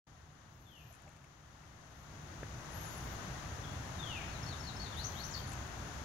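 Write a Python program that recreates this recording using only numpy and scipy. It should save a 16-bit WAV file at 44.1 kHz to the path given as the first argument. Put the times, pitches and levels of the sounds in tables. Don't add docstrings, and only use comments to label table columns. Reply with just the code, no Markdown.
import sys
import numpy as np
from scipy import signal
from scipy.fft import rfft, irfft
from scipy.io import wavfile

SR = 44100
rng = np.random.default_rng(int(sys.argv[2]) if len(sys.argv) > 2 else 0)


def put_to_file(sound):
    columns = np.atleast_2d(sound).T
    safe = np.clip(columns, -1, 1)
    whole_steps = np.round(safe * 32767)
    wavfile.write(sys.argv[1], SR, whole_steps.astype(np.int16))


N = 266364
TIME = np.arange(N) / SR
FREQ = np.fft.rfftfreq(N, 1 / SR)
PROGRESS = np.linspace(0, 1, 64)


def undb(db):
    return 10 ** (np.asarray(db) / 20)


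def unit(x):
    return x / np.sqrt(np.mean(x ** 2))


def curves(rows):
    times, *columns = np.transpose(rows)
    return [np.interp(TIME, times, column) for column in columns]


def colour(x, points):
    hz, db = np.transpose(points)
    return irfft(rfft(x) * undb(np.interp(np.log(FREQ + 1), np.log(hz), db)), N)


def resonate(x, hz, width_hz):
    return signal.lfilter(*signal.iirpeak(hz, hz / width_hz, fs=SR), x)


def walk(rate_hz):
    return unit(irfft(rfft(rng.standard_normal(N)) * np.exp(-(FREQ / rate_hz) ** 2), N))


def decay(start_s, t60_s):
    age = TIME - start_s
    return (age >= 0) * np.exp(-np.log(1000) * np.clip(age / t60_s, 0, 10))


# frequency_hz, gain_db
RUMBLE_SPECTRUM = [(13, -60), (22, -53), (53, 0), (75, 1), (135, -1), (228, -12), (300, -12.5),
                   (508, -19.5), (600, -17.5), (780, -17.5), (1320, -120)]
# frequency_hz, gain_db
ROAD_SPECTRUM = [(120, -3), (235, -6.5), (450, -10.5), (680, -2.5), (950, -1.5), (1300, -2), (1850, -3.5),
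                 (2400, -10), (3700, -10.5), (4500, -12.5), (5300, -12.5), (6400, -7), (7000, -11.5),
                 (7700, -21.5), (8800, -27.5), (9700, -21), (12000, -26.5), (15500, -41)]
# time_s, rumble_gain_db, road_gain_db
TRAFFIC_SWELL = [(0, 4, 1.5), (1.5, 0.5, -1.5), (3.0, 2, 0), (4.2, 2.5, -0.15), (6, 1, 0)]
# time_s, pitch_hz, level_db
ENGINE_DRONE = [(0, 153.2, -52.5), (2.7, 154.1, -55.5), (3.4, 145, -59.5), (3.9, 129, -57.5),
                (5.4, 124.7, -57.5), (6, 129, -64)]
def traffic():
    rumble_db, road_db = curves(TRAFFIC_SWELL)
    eddies_db = 0.9 * walk(8)
    rumble = unit(colour(rng.standard_normal(N), RUMBLE_SPECTRUM)) * undb(-48.5 + rumble_db + eddies_db)
    drone_hz, drone_db = curves(ENGINE_DRONE)
    phase = 2 * np.pi * np.cumsum(drone_hz * (1 + 0.0252 * walk(17.2))) / SR
    drone = np.sin(phase) * undb(drone_db + 3.5 * walk(9.3))
    diffuse = unit(colour(rng.standard_normal((2, N)), ROAD_SPECTRUM))
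    coherent = colour(diffuse[0] + diffuse[1], [(300, -15.5), (700, -18), (1400, -24), (3000, -55)])
    road = unit(diffuse + coherent) * undb(-46 + road_db + 0.54 * walk(2.9))
    return rumble + drone + road


def syrinx(notes, waver, flutter_db, rasp, edge_s):
    out = np.zeros(N)
    pitch_ratio = 1 + waver * walk(82) + rasp * walk(1500)
    tremble_db = flutter_db * walk(70)
    for times, hz, db in notes:
        on = (TIME >= times[0]) & (TIME <= times[-1])
        t = TIME[on]
        phase = 2 * np.pi * np.cumsum(np.interp(t, times, hz) * pitch_ratio[on]) / SR
        edges = np.clip(np.minimum(t - times[0], times[-1] - t) / edge_s, 0, 1)
        out[on] += edges * undb(np.interp(t, times, db) + tremble_db[on]) * np.sin(phase)
    return out


# time_s, pitch_hz, level_db
LOWER_VOICE = [
    [(0.575, 11000, -84), (0.657, 11569, -86), (0.801, 11273, -80), (0.835, 12500, -76),
     (0.877, 12454, -76), (0.947, 10638, -74), (0.98, 10045, -89)],
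    [(2.71, 9748, -72), (2.75, 11600, -59), (2.804, 11630, -65), (2.88, 10950, -60.5), (2.902, 11408, -73),
     (2.914, 11779, -64), (2.956, 10842, -65), (3.018, 10500, -75), (3.07, 9987, -74)],
    [(4.968, 9530, -70), (4.996, 10945, -67), (5.106, 11500, -77), (5.186, 11797, -67), (5.232, 11350, -74),
     (5.254, 11100, -70), (5.4, 10202, -84)],
    [(5.47, 10456, -68), (5.494, 11150, -58), (5.513, 10093, -83)],
]
# start_s, length_s, top_hz, level_db
UPPER_ARCHES = [(.445, .565, 13800, -89), (2.76, .45, 12600, -78), (4.951, .485, 13270, -73.5)]
def small_birds():
    stray_ratio = 1 + 0.011 * walk(16)
    breaks_db = 5 * walk(22)
    sag = np.abs(2 * PROGRESS - 1) ** 3.6
    arches = []
    for start_s, length_s, top_hz, level_db in UPPER_ARCHES:
        times = start_s + length_s * PROGRESS
        hz = (top_hz - 2500 * sag) * np.interp(times, TIME, stray_ratio)
        db = level_db - 3 * sag + np.interp(times, TIME, breaks_db)
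        arches.append((times, hz, db))
    calls = [np.transpose(call) for call in LOWER_VOICE]
    lower = syrinx(calls, waver=0.003, flutter_db=3, rasp=0.01, edge_s=0.005)
    upper = syrinx(arches, waver=0.0018, flutter_db=2, rasp=0.013, edge_s=0.0069)
    airy_edge = [(times, hz * 1.2, db - 2) for times, hz, db in arches]
    sizzle = syrinx(airy_edge, waver=0.015, flutter_db=3, rasp=0.035, edge_s=0.03)
    return (lower + upper + sizzle) / undb(curves(OVERALL_GAIN)[0])


def glide(start_s, length_s, first_hz, last_hz, level_db, bend, taper_db):
    slide = np.expm1(-bend * PROGRESS) / np.expm1(-bend)
    hz = first_hz + (last_hz - first_hz) * slide
    db = level_db - taper_db * (2 * PROGRESS - 1) ** 2
    return start_s + length_s * PROGRESS, hz, db


# start_s, length_s, first_hz, last_hz, level_db
FALLING_WHISTLES = [(0.65, .18, 3680, 2394, -40), (2.854, 0.038, 7080, 6650, -44.5),
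                    (3.632, .027, 3600, 3200, -46), (3.986, .235, 3774, 2176, -39.5)]
def far_birds():
    notes = [glide(*row, bend=0.207, taper_db=7) for row in FALLING_WHISTLES]
    return syrinx(notes, waver=0.004, flutter_db=2.5, rasp=0.0057, edge_s=0.0044)


# start_s, level_db, pitch_hz, t60_s
PEN_KNOCKS = [(.906, -35.5, 678, 0.062), (1.063, -36.5, 794, .08), (1.071, -35, 607, 0.072),
              (2.430, -23, 500, 0.0084), (2.433, -25, 1690, .007)]
def pen_knocks():
    out = np.zeros(N)
    for start_s, level_db, pitch_hz, t60_s in PEN_KNOCKS:
        envelope = decay(start_s, t60_s) - decay(start_s, t60_s / 5)
        out += undb(level_db) * envelope * np.sin(2 * np.pi * pitch_hz * (TIME - start_s))
    return out


# start_s, level_db, scratch_gain_db
TRAY_TICKS = [(.926, -37, 6), (.941, -36, 2), (.951, -43, 9), (1.001, -41, -3), (1.021, -41, 6.5),
              (1.078, -30, -17), (1.092, -39, 2), (1.12, -35, -14), (1.132, -38, -7), (1.164, -39, -2),
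              (1.171, -36, -12), (1.243, -31, -6), (1.637, -34, -14), (5.519, -34.5, -1), (5.528, -44, 8),
              (5.534, -36, 2)]
# frequency_hz, bandwidth_hz, gain_db
TRAY_MODES = [(2220, 170, -4.5), (2650, 51, -2.5), (2970, 150, -16)]
def feet_on_tray():
    taps, envelope = np.zeros(N), np.zeros(N)
    for start_s, level_db, scratch_gain_db in TRAY_TICKS:
        taps[int(start_s * SR)] += undb(level_db)
        envelope += undb(level_db + scratch_gain_db) * decay(start_s, t60_s=0.015)
    ring = sum((-1) ** k * undb(db) * resonate(taps, hz, width_hz)
               for k, (hz, width_hz, db) in enumerate(TRAY_MODES))
    scratch_spectrum = [(3000, -37), (6000, -5), (7300, 2.5), (9000, -7), (12000, -7), (15500, -30)]
    scratch = colour(envelope * rng.standard_normal(N), scratch_spectrum)
    return undb(28) * ring + scratch


def feed_rustle(peak_s=1.99, spread_s=0.09, centre_hz=11600, width_hz=1200):
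    hiss = resonate(rng.standard_normal(N), centre_hz, width_hz)
    hiss = resonate(hiss, centre_hz, width_hz)
    return undb(-66) * unit(hiss) * np.exp(-((TIME - peak_s) / spread_s) ** 2)


# start_s, level_db
SONG_ARCHES = [(4.293, -49.5), (4.459, -41.5), (4.628, -40.5), (4.795, -39.5)]
# start_s, level_db
SONG_SWOOPS = [(4.921, -30.5), (5.118, -34)]
# age_s, pitch_hz, gain_db
SWOOP_CONTOUR = [(0, 3650, -18), (.034, 2950, -19.5), (.052, 3620, -10), (.084, 4200, -8.5),
                 (.11, 4900, -17), (.126, 5850, -6.5), (.135, 6300, 2.5), (.145, 6450, -24)]
def songbird():
    notes = []
    for start_s, level_db in SONG_ARCHES:
        pip = glide(start_s - 0.034, 0.027, 5380, 5230, level_db - 5.5, bend=-3.5, taper_db=8)
        times, hz, db = glide(start_s, 0.079, 4640, 3440, level_db, bend=-2.2, taper_db=0.5)
        age = times - start_s
        scoop_hz = 493 * np.exp(-age / 0.00677)
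        dip_db = 12 * np.exp(-((age - 0.031) / 0.016) ** 2)
        notes += [pip, (times, hz - scoop_hz, db - dip_db)]
    age, hz, db = np.transpose(SWOOP_CONTOUR)
    notes += [(start_s + age, hz, level_db + db) for start_s, level_db in SONG_SWOOPS]
    times, hz, db = glide(start_s=5.308, length_s=0.1, first_hz=7370, last_hz=3040,
                          level_db=-33.5, bend=1.9, taper_db=1.5)
    notes.append((times, hz, db - 14 * PROGRESS))
    return syrinx(notes, waver=0.0111, flutter_db=5, rasp=0.014, edge_s=0.0049)


def yard(direct, early_db, early_t60_s, late_db, late_t60_s):
    out = direct
    for db, t60_s in (early_db, early_t60_s), (late_db, late_t60_s):
        scatter = (rng.standard_normal((2, N)) ** 3 * decay(0.0072, t60_s))[:, :SR]
        scatter /= np.sqrt(np.sum(scatter ** 2, axis=1, keepdims=True))
        out = out + undb(db) * signal.fftconvolve(direct[None], scatter, axes=1)[:, :N]
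    return out


def scene():
    falls = yard(far_birds(), early_db=-10, early_t60_s=0.1, late_db=2, late_t60_s=0.82)
    song = yard(songbird(), early_db=-3, early_t60_s=0.13, late_db=-2.5, late_t60_s=0.55)
    thin_calls = yard(small_birds(), early_db=-8, early_t60_s=0.05, late_db=-9, late_t60_s=0.35)
    birds = undb(-6) * falls + undb(-4.5) * song + undb(9) * thin_calls
    return birds + feet_on_tray() + pen_knocks() + traffic() + feed_rustle()


# frequency_hz, gain_db
RIGHT_RESPONSE = [(100, 0.5), (350, -1.5), (700, -4.5), (1400, -6), (2200, -8.5), (2900, -6), (3700, -18.5),
                  (5200, -17), (6300, -47.5), (10000, -30)]
# time_s, gain_db
OVERALL_GAIN = [(0, -80), (.064, -53.5), (.071, -15.5), (1.75, -11), (2.3, -4), (2.85, 0.5), (6.04, 0.5)]
def record(dry, cutoff_hz=15700):
    hiss_spectrum = [(6000, -24), (10000, -18), (12500, -3), (15500, -2)]
    hiss = unit(colour(rng.standard_normal((2, N)), hiss_spectrum))
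    ports = np.array([dry[0], colour(dry[1], RIGHT_RESPONSE)]) + undb(-71.5) * hiss
    lowpass = signal.ellip(10, 0.2, 70, cutoff_hz, fs=SR, output="sos")
    return signal.sosfilt(lowpass, ports * undb(curves(OVERALL_GAIN)[0]))


dry = scene()
out = record(dry)
put_to_file(out)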